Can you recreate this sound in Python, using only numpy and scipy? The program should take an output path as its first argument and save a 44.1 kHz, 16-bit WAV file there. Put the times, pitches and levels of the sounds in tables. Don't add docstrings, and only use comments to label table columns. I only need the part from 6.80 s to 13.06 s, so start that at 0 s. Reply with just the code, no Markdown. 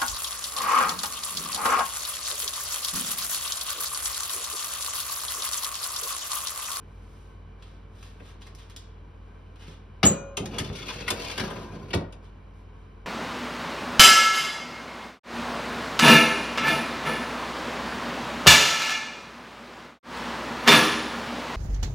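import sys
import numpy as np
from scipy import signal
from scipy.fft import rfft, irfft, next_fast_len
from scipy.io import wavfile

SR = 44100
rng = np.random.default_rng(int(sys.argv[2]) if len(sys.argv) > 2 else 0)


def output_pcm(signal):
    pcm = np.clip(np.atleast_2d(signal).T, -1, 1) * 32767
    wavfile.write(sys.argv[1], SR, np.round(pcm).astype(np.int16))


N = 276058

# hz, likeness (0 to 1)
NEAR_LIKENESS = [(60, 0.96), (300, 0.94), (700, 0.11), (2400, 0.46), (6000, 0.087), (7000, 0.99),
                 (16000, 0.65)]
HZ = np.maximum(np.fft.rfftfreq(next_fast_len(N + SR), 1 / SR), 1)
SIZE = 2 * len(HZ) - 2
PLACES = 6
SEATED_S = 5.05


def tray():
    # pitch_hz, level_db (relative), t60_s (time to fall 60 dB)
    sheet_modes = [(789, -3, .08), (1020, -5, .1), (1283, -4, .08), (1460, -7, .07), (1650, -7, .08),
                   (2160, -4, .07), (2330, 0, .06), (2450, -1, .07), (2750, -5, .06), (2900, -6, .08),
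                   (3445, 4, .08), (4250, -12, .04), (4750, -12, .05), (5800, -13, .05)]
    # pitch_hz, level_db (relative), t60_s
    wall_modes = [(88, -4, .2), (110, 3, .15), (140, -4, .15), (160, 0, .2), (192, 0, .13), (216, -1, .2),
                  (290, -6, .13), (372, -5, .3), (412, -4, .15), (487, -1, .18), (545, -10, .3),
                  (630, -12, .3)]
    # hz, level_db (per Hz), t60_s (before any seated damping)
    dense_modes = [(59.3, -16, .6), (121, 7.5, .6), (260, 2, 0.4), (535, -2.5, 0.8), (1360, -8, 0.67),
                   (1800, -10.5, .4), (2400, -7.5, 0.36), (3400, -8, 0.3), (5300, -11, 0.25),
                   (8440, -15, 0.21), (12000, -26.5, 0.2), (15830, -23.5, 0.17)]
    seated_decay = .9

    sharp, struck, push, thud = knock_forces()
    scraping, rubbed, rumbling = scrape_forces()
    sharp, push = sharp + scraping, push + rumbling
    sound = squeal()
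    sharp[0] += from_db(7.0) * sound
    direct = from_db(at_hz(dense_modes, HZ) - 1.0)
    for k in range(PLACES):
        decay_share = seated_decay if k == PLACES - 1 else 1
        table = np.array(dense_modes) * [1, 1, decay_share]
        wash = rfft(dying_noise(table, NEAR_LIKENESS, early_share=0.2, late_db=-10.5), SIZE)
        sheet = rfft(rings(sheet_modes, spread_db=3.5), SIZE)
        walls = rfft(rings(wall_modes, spread_db=2.5), SIZE)
        rubbed_sheet = rfft(rings(sheet_modes, spread_db=6), SIZE)
        sound = sound + shaped(sharp[k], direct + from_db(2.0) * wash)
        sound = sound + shaped(struck[k], sheet)
        sound = sound + shaped(rubbed[k], rubbed_sheet)
        sound = sound + shaped(push[k], from_db(2.0) + from_db(-6.0) * walls + from_db(-4.0) * wash)
        sound = sound + shaped(thud[k], from_db(-2.5) * walls)
    return sound + wires() + singing()


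def knock_forces():
    # start_s, clang_db, clang_centre_hz,
    # treble_db (over clang), chatter_s, ring_db (of the sheet, over clang), thud_db (of the oven box), thud_centre_hz
    knocks = [(1.3985, -41, 940, -18, 0.004, -28, -42.5, 298),
              (2.8737, -51.5, 2640, -8.5, 0.011, -16, -43, 183),
              (3.2302, -12.5, 3000, -8, 0.0054, -2, -15, 195.2),
              (3.2512, -15.5, 1480, 0.5, 0.0056, -23, -25, 115),
              (3.27, -34, 900, -2, 0.0075, -15, -28, 190), (3.3031, -36, 990, -24, 0.0034, -17, -23.5, 200),
              (3.5696, -22.5, 4100, 0, 0.0034, -13, -23.5, 415),
              (3.5955, -58, 1410, -18, 0.0051, -9, -34.5, 110),
              (3.603, -55, 500, -20, 0.0052, -12, -30, 215), (3.6559, -34.5, 3720, 3, 0.0038, -1, -63, 180),
              (3.7303, -43.5, 1200, -39, 0.013, -1, -49, 181),
              (3.7831, -26.5, 3680, 5.5, 0.0049, -3.5, -44, 200),
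              (3.7985, -32, 3000, 5, 0.0033, -2, -31, 158), (3.8428, -37, 3000, -5, 0.0097, -12, -49, 200),
              (3.889, -46, 2500, -18, 0.0083, -3, -38, 95), (3.893, -67, 1000, -20, .01, -9, -31.5, 485),
              (3.912, -58, 500, -20, .006, -16, -33.5, 215),
              (3.9505, -42.5, 4830, -4, 0.025, -14, -67, 200),
              (3.986, -51, 3460, -23, 0.0084, -1, -49, 200),
              (4.0244, -38.5, 2520, -19, 0.0063, -1, -42, 397),
              (4.084, -35.5, 3560, -21.5, 0.008, 1, -65, 200),
              (4.094, -32.5, 2620, -13, 0.012, -3.5, -90, 200),
              (4.1104, -43.5, 1300, -5, 0.01, -8, -63, 260),
              (4.127, -39.5, 4000, -15, 0.0055, -4, -70, 200),
              (4.1839, -38.5, 2010, -22, 0.011, -17, -49, 300),
              (4.203, -36, 2900, -15, 0.01, -8.5, -34, 300),
              (4.2653, -40, 2330, -19, 0.0099, -0.5, -39, 298),
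              (4.279, -21.5, 2530, -0.5, 0.0067, -1, -60, 410),
              (4.3025, -23, 3540, 6.5, 0.0062, -3, -24.5, 380),
              (4.4608, -40.5, 2500, -11, 0.013, 6, -53, 160), (4.4982, -41, 3150, -15, 0.0057, 7, -55, 200),
              (4.577, -23.5, 3000, -1.5, 0.0042, -6, -26.5, 400),
              (4.5954, -27, 3300, -2, 0.008, -1.5, -33, 140),
              (4.7027, -34.5, 1500, -6, 0.01, -12, -29, 450),
              (4.764, -36, 1130, -25, 0.0049, -6, -37.5, 200),
              (5.1038, -35, 2180, -8, 0.0079, -26, -39, 181),
              (5.1313, -19.5, 2240, -21, 0.0095, -34, -18.5, 375),
              (5.1426, -39, 916, 10, 0.0075, -26, -25, 155), (5.153, -45, 600, -20, .005, -26, -27.5, 129),
              (5.204, -44, 700, -23, 0.012, -14, -28.5, 303),
              (5.3235, -46, 4300, -5, 0.0047, -25, -75, 302)]
    touch_s, weight_lag_s = 0.0048, 0.008
    wall_pick = 1.06

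    sharp, struck, push, thud = np.zeros((4, PLACES, N))
    t = np.arange(SR // 10) / SR
    hits = grains(per_s=11000, spread_db=1)
    weight = 1.0 * (np.arange(len(t)) == round(weight_lag_s * SR))
    for k, (s, clang_db, centre_hz, treble_db, chatter_s, ring_db, thud_db, thud_hz) in enumerate(knocks):
        at = round(s * SR)
        span = slice(at, at + len(t))
        place = PLACES - 1 if s > SEATED_S else k % (PLACES - 1)
        chatter_s = max(chatter_s, .002)

        fading = np.exp(-(t / chatter_s) ** 3)
        rattle = hits[span] * fading
        rattle *= np.sqrt(np.sum(fading ** 2) / np.sum(rattle ** 2))
        rattle[0] = 5 * min(touch_s / chatter_s, 1) ** 2
        clang = band(rattle, centre_hz / 3.03, centre_hz * 2.18)
        clang += from_db(treble_db) * band(rattle, 5500, 12920, order=1)
        sharp[place, span] += from_db(clang_db) * clang
        struck[place, span] += from_db(clang_db + ring_db) * clang

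        dull = band(weight, thud_hz / 1.6, thud_hz * 2.53)
        narrow = band(weight, thud_hz / wall_pick, thud_hz * wall_pick, order=1)
        push[place, span] += from_db(thud_db) * dull / dull.max()
        thud[place, span] += from_db(thud_db) * narrow / dull.max()
    return sharp, struck, push, thud


def scrape_forces():
    # time_s, scrape_db, dull_db (over scrape), ring_db (of the sheet, over scrape), rumble_db
    slide = [(3.6, -68, -20, -4, -41.5), (3.76, -51.5, 4.5, -1.5, -40), (3.81, -55, 6, -13, -33),
             (3.87, -44, -10, -8, -36), (3.93, -49, -25, -17, -42.5), (4.0, -47.5, -39, -3, -46),
             (4.06, -44, -11, -9, -40.5), (4.12, -43, -21, -18, -49), (4.17, -45.5, -16, -26, -39.5),
             (4.22, -45, -19, -10, -46.5), (4.33, -45, 4.5, -26, -35), (4.42, -42, -9, -24, -46),
             (4.53, -44, -17, -20, -52), (4.61, -42, -1, -22, -35), (4.75, -49, 0, -28, -40.5),
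             (4.85, -53, 1.5, -29, -42.5), (4.97, -60, 2.5, -31, -43.5), (5.1, -63, 1, -28, -47)]
    wander_db, wander_per_s = 10, 12
    stumble_db = 3.5

    scrape_db, dull_db, ring_db, rumble_db = in_time(slide)
    catches = grains(per_s=160, spread_db=3.5)
    rough = grains(per_s=1500, spread_db=5.0) + from_db(-1) * catches
    dull = from_db(dull_db) * band(rough, 283, 2080)
    hiss = from_db(-8.5) * band(rough, 8100, 19000)
    sharp = band(rough, 1320, 6550, order=1) + dull + hiss
    jolts = band(grains(per_s=700, spread_db=2), 90, 480)

    share = np.array([from_db(wander_db * drift(wander_per_s)) for k in range(PLACES)])
    share /= np.sqrt(np.sum(share ** 2, axis=0))
    grip = share * from_db(stumble_db * drift(8.7))
    scraping = grip * sharp * from_db(scrape_db)
    ringing = from_db(ring_db) * band(rough, 2160, 3300) + from_db(-6.0) * dull
    rubbed = grip * from_db(scrape_db) * ringing
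    return scraping, rubbed, grip * jolts * from_db(rumble_db)


def squeal():
    slip_hz, slow_wander_hz, fast_wander_hz = 7160, 60, 200
    rate_hz = slip_hz + slow_wander_hz * drift(60) + fast_wander_hz * drift(550)
    turn = 2 * np.pi * np.cumsum(rate_hz) / SR
    throb_db = -18 + 1.1 * drift(150)
    level = tent(3.252, throb_db, rise_db_per_s=5010.5, fall_db_per_s=518.5, hold_s=0.017)
    return level * (np.sin(turn) + from_db(-13.5) * np.sin(2 * turn))


def wires():
    # pitch_hz, level_db (relative), t60_s, split_hz (between the two planes)
    wire_modes = [(553, 1, 3, 2.4), (684, -12, .6, 6), (1012, -8, .9, 1.9), (1055, -9, 1.5, 5),
                  (1276, -9, .3, 7), (1432, -11, 3, 3), (1545, -16, 1.2, 5), (1690, -15, .5, 6),
                  (2379, -14, .7, 5), (2449, -7, 1.2, 3), (2654, -16, .4, 8), (2907, -8, .8, 4.5),
                  (3210, -13, .6, 6), (3564, -9, .4, 7), (4005, -11, .6, 5), (6202, -7, .55, 8),
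                  (6298, -2, .75, 3), (6578, -12, .3, 7), (10600, -6, .3, 10)]
    # start_s, level_db, damped_from_s, damping_db_per_s
    landing = (3.231, -41, 3.62, 120)
    twin_db = -5
    start_s, level_db, damped_s, damping_db_per_s = landing
    t = np.arange(N) / SR
    age = np.maximum(t - start_s, 0)
    ring = 0
    for hz, db, t60, split_hz in wire_modes:
        level = from_db(db - 60 * age / t60 + 2 * drift(20))
        first = np.sin(2 * np.pi * hz * age)
        twin = from_db(twin_db) * np.sin(2 * np.pi * (hz + split_hz) * age)
        ring = ring + level * (first - twin)
    return from_db(level_db - damping_db_per_s * np.maximum(t - damped_s, 0)) * ring


def singing():
    # loudest_s, pitch_hz, level_db, half_length_s (to 20 dB down; its sign does not matter)
    songs = [(3.67, 790, -50, 0.12), (4.016, 3440, -53, 0.15), (4.065, 1427, -58, 0.43),
             (4.11, 1040, -47.5, 0.03), (4.253, 2612, -51, 0.3), (4.35, 1534, -47, -0.02),
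             (4.356, 464.6, -46.5, 0.46), (4.424, 1000, -48, 0.04), (4.65, 1660, -44.5, -0.04),
             (4.724, 1590, -53, 0.32), (4.726, 1210, -51, 0.2), (4.805, 1000, -48, -0.2),
             (4.89, 1013, -57.5, 0.43)]
    wander_hz, flutter_db = 35, 5
    t = np.arange(N) / SR
    sound = 0
    for s, hz, db, half_s in songs:
        level = swell(s, db + flutter_db * drift(71), half_s, half_s)
        wander = np.cumsum(wander_hz * drift(50.5)) / SR
        sound = sound + level * np.sin(2 * np.pi * (hz * t + wander))
    return sound


def paper():
    # loudest_s, level_db, swell_s, fade_s (each over 20 dB), treble_db (over level)
    rustles = [(0.39, -81, 0.46, 0.21, 24), (0.83, -57.5, 0.05, 0.22, -26), (1.24, -54.5, 0.14, 0.14, 0.5),
               (1.49, -50.5, 0.12, 0.059, -7), (1.618, -51.5, 0.021, 0.035, -5),
               (1.67, -51.5, 0.027, 0.035, -9), (1.79, -52, 0.039, 0.11, -12),
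               (1.905, -50.5, 0.016, 0.032, -10), (2.0, -76, 0.03, 0.14, 8), (2.46, -70.5, 0.13, 0.64, -10),
               (2.81, -54, 0.023, 0.054, -31), (2.89, -50, 0.11, 0.1, -52),
               (5.449, -56.5, 0.035, 0.045, -27), (5.79, -75.5, 0.088, .06, 11.5),
               (6.03, -69, 0.13, 0.12, -4.5)]
    # start_s, peak_db, treble_db (over peak)
    creases = [(0.824, -42, -31), (1.227, -47, 1), (1.618, -43, -25), (1.667, -42, -21), (1.75, -51.5, 19),
               (1.786, -47, 2), (1.8983, -58, 20), (1.963, -48, 24), (2.758, -49, -31), (2.795, -47, -25)]
    # hz, level_db (per Hz)
    paper_tone = [(300, -26), (900, -0.5), (2000, -4), (3500, -2.5), (6000, -11.5), (8000, -13.5),
                  (11000, -25), (16000, -32.5)]
    # hz, level_db (per Hz), t60_s
    kitchen = [(99.4, 0, 0.28), (3000, 0.5, 0.58), (16100, -0.5, 0.13)]
    crease_s = 0.0042

    level = sum(swell(s, db, rise, fade) for s, db, rise, fade, _ in rustles)
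    bright = sum(swell(s, db + treble, rise, fade) for s, db, rise, fade, treble in rustles)
    s, peak_db, treble_db = np.transpose(creases)
    fine = grains(per_s=1500, spread_db=-3.5)
    force = fine * (level * from_db(2.0 * drift(31)) + bursts(s, peak_db, crease_s))
    sharp = fine * (bright + bursts(s, peak_db + treble_db, crease_s))
    force += np.diff(sharp, prepend=0)
    tail = rfft(dying_noise(kitchen, NEAR_LIKENESS, early_share=0.16, late_db=-4.5), SIZE)
    return shaped(force, from_db(at_hz(paper_tone, HZ)) * (1 + from_db(3.0) * tail))


def fan():
    # pitch_hz, level_db, waver_hz
    hum_tones = [(48.4, -45, 0.069), (88.4, -48, 0.31), (99, -62, 0.37), (145.2, -60.5, 1),
                 (200, -60.5, 1.99), (447.4, -64.5, 1.5)]
    # (per Hz, relative)
    air_tone = [(30, -14.5), (45, 9), (100, 3.5), (280, -1), (460, -10), (650, -8), (1500, -13),
                (3000, -26), (6000, -33), (10000, -43), (16000, -53)]
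    # centre_hz, width_hz, peak_db (over the air)
    cavity = [(450, 140, 4.5), (1043, 168, 3), (1543, 46, 3), (2335, 180, 6), (3010, 300, 8),
              (3940, 180, 1.5)]
    # hz, likeness (0 to 1)
    air_likeness = [(60, 0.85), (130, 0.93), (290, 0.8), (640, 0.24), (5000, 0.76), (6800, 0.92),
                    (16000, 1)]
    air_db = -53

    t = np.arange(N) / SR
    hum = 0
    for hz, db, waver_hz in hum_tones:
        level = from_db(db + 1.0 * drift(9.7))
        waver = np.cumsum(waver_hz * drift(7.2)) / SR
        hum = hum + level * np.sin(2 * np.pi * (hz * t + waver))
    peaks = 1 + sum(from_db(db) / (1 + (2 * (HZ - hz) / width) ** 2) for hz, width, db in cavity)
    air = rms_one(shaped(pair(air_likeness, N), from_db(at_hz(air_tone, HZ)) * peaks))
    return hum + from_db(air_db + 0.4 * drift(9.7)) * air


def from_db(db):
    return 10 ** (np.asarray(db) / 20)


def rms_one(x):
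    return x / np.sqrt(np.mean(x ** 2) + 1e-20)


def in_time(rows, silent=-120):
    s, *columns = np.transpose(rows)
    return [np.interp(np.arange(N) / SR, s, c, silent, silent) for c in columns]


def at_hz(points, hz, column=1):
    points = np.array(points)
    return np.interp(np.log(hz), np.log(points[:, 0]), points[:, column])


def shaped(x, response):
    return irfft(rfft(x, SIZE) * response, SIZE)[..., :N]


def band(x, low_hz, high_hz, order=2):
    edges = np.clip([low_hz, high_hz], 30, 20000)
    return signal.sosfilt(signal.butter(order, edges, "band", fs=SR, output="sos"), x)


def drift(rate):
    r = np.exp(-2 * np.pi * rate / SR)
    noise = rng.standard_normal(N + SR)
    return rms_one(signal.lfilter([1], [1, -2 * r, r * r], noise)[SR:])


def grains(per_s, spread_db):
    sizes = from_db(spread_db * np.minimum(rng.exponential(1, N), 4)) * rng.choice([-1, 1], N)
    return rms_one(sizes * (rng.random(N) < per_s / SR))


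def pair(likeness, length):
    mid, side = rfft(rng.standard_normal((2, length)), SIZE)
    alike = np.clip(at_hz(likeness, HZ), 0, 1)
    shared, opposed = np.sqrt(.5 + alike / 2) * mid, np.sqrt(.5 - alike / 2) * side
    return irfft(shared + opposed * [[1], [-1]])[:, :length]


def rings(modes, spread_db):
    detune = .006
    t = np.arange(SR) / SR
    chance = rng.standard_normal((len(modes), 2))
    out = 0
    for (hz, db, t60), (a, b) in zip(modes, chance):
        level = from_db(db + spread_db * a - 60 * t / t60)
        out = out + level * np.sin(2 * np.pi * hz * (1 + detune * b) * t)
    return out / np.sqrt(np.sum(out ** 2))


def dying_noise(table, likeness, early_share, late_db):
    t, out = np.arange(SR // 2) / SR, 0
    white = pair(likeness, SR // 2), pair(likeness, SR // 2)
    edges = 45 * 2 ** np.arange(0, 8.7, 1 / 3)
    for k, (low, high) in enumerate(zip(edges, edges[1:])):
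        hz = np.sqrt(low * high)
        noise = signal.sosfilt(signal.butter(2, [low, high], "band", fs=SR, output="sos"), white[k % 2])
        t60 = at_hz(table, hz, column=2)
        decay = from_db(-60 * t / (t60 * early_share)) + from_db(late_db - 60 * t / t60)
        out = out + noise * from_db(at_hz(table, hz)) * decay / np.sqrt(t60)
    return out / np.sqrt(np.mean(np.sum(out ** 2, axis=1)))


def bursts(times, levels_db, length_s):
    out, t = np.zeros(N), np.arange(SR // 8) / SR
    for s, db in zip(times, levels_db):
        at = round(s * SR)
        out[at:at + len(t)] += from_db(db) * np.exp(-(t / length_s) ** 2)
    return out


def tent(peak_s, db, rise_db_per_s, fall_db_per_s, hold_s):
    t = np.arange(N) / SR - peak_s
    rise_db = rise_db_per_s * np.minimum(t, 0)
    fall_db = fall_db_per_s * np.maximum(t - hold_s, 0)
    return from_db(db + rise_db - fall_db)


def swell(peak_s, db, swell_s, fade_s):
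    t = np.arange(N) / SR - peak_s
    return from_db(db - 20 * (t / np.where(t < 0, swell_s, fade_s)) ** 2)


def scene():
    # hz, left_over_right_db
    tray_pan = [(60, 2.5), (110, -0.5), (200, 0), (380, -1.5), (700, 1.5), (1290, 4.5), (2380, 3),
                (4400, 4), (8120, -0.5), (15000, 0)]
    pan = from_db(at_hz(tray_pan, HZ) / 2 * [[1], [-1]])
    return shaped(tray(), pan) + paper() + fan()


def record(dry):
    # hz, left_lead_radians
    port_phase = [(0, 0), (1700, .3), (2000, -.4), (3100, 1.1), (3600, .2), (5500, -.2), (6700, -3.1),
                  (8200, -3.5), (10000, -6.2), (12000, -6.5), (13500, -9.4), (17000, -9.6)]
    lead = np.interp(HZ, *np.transpose(port_phase))
    ports = shaped(dry, np.exp(.5j * lead * [[1], [-1]]))
    ports = signal.sosfilt(signal.butter(6, 40, "high", fs=SR, output="sos"), ports)
    top_cut = signal.cheby2(12, 70, 16800, fs=SR, output="sos")
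    return signal.sosfilt(top_cut, ports)


dry = scene()
out = record(dry)
output_pcm(out)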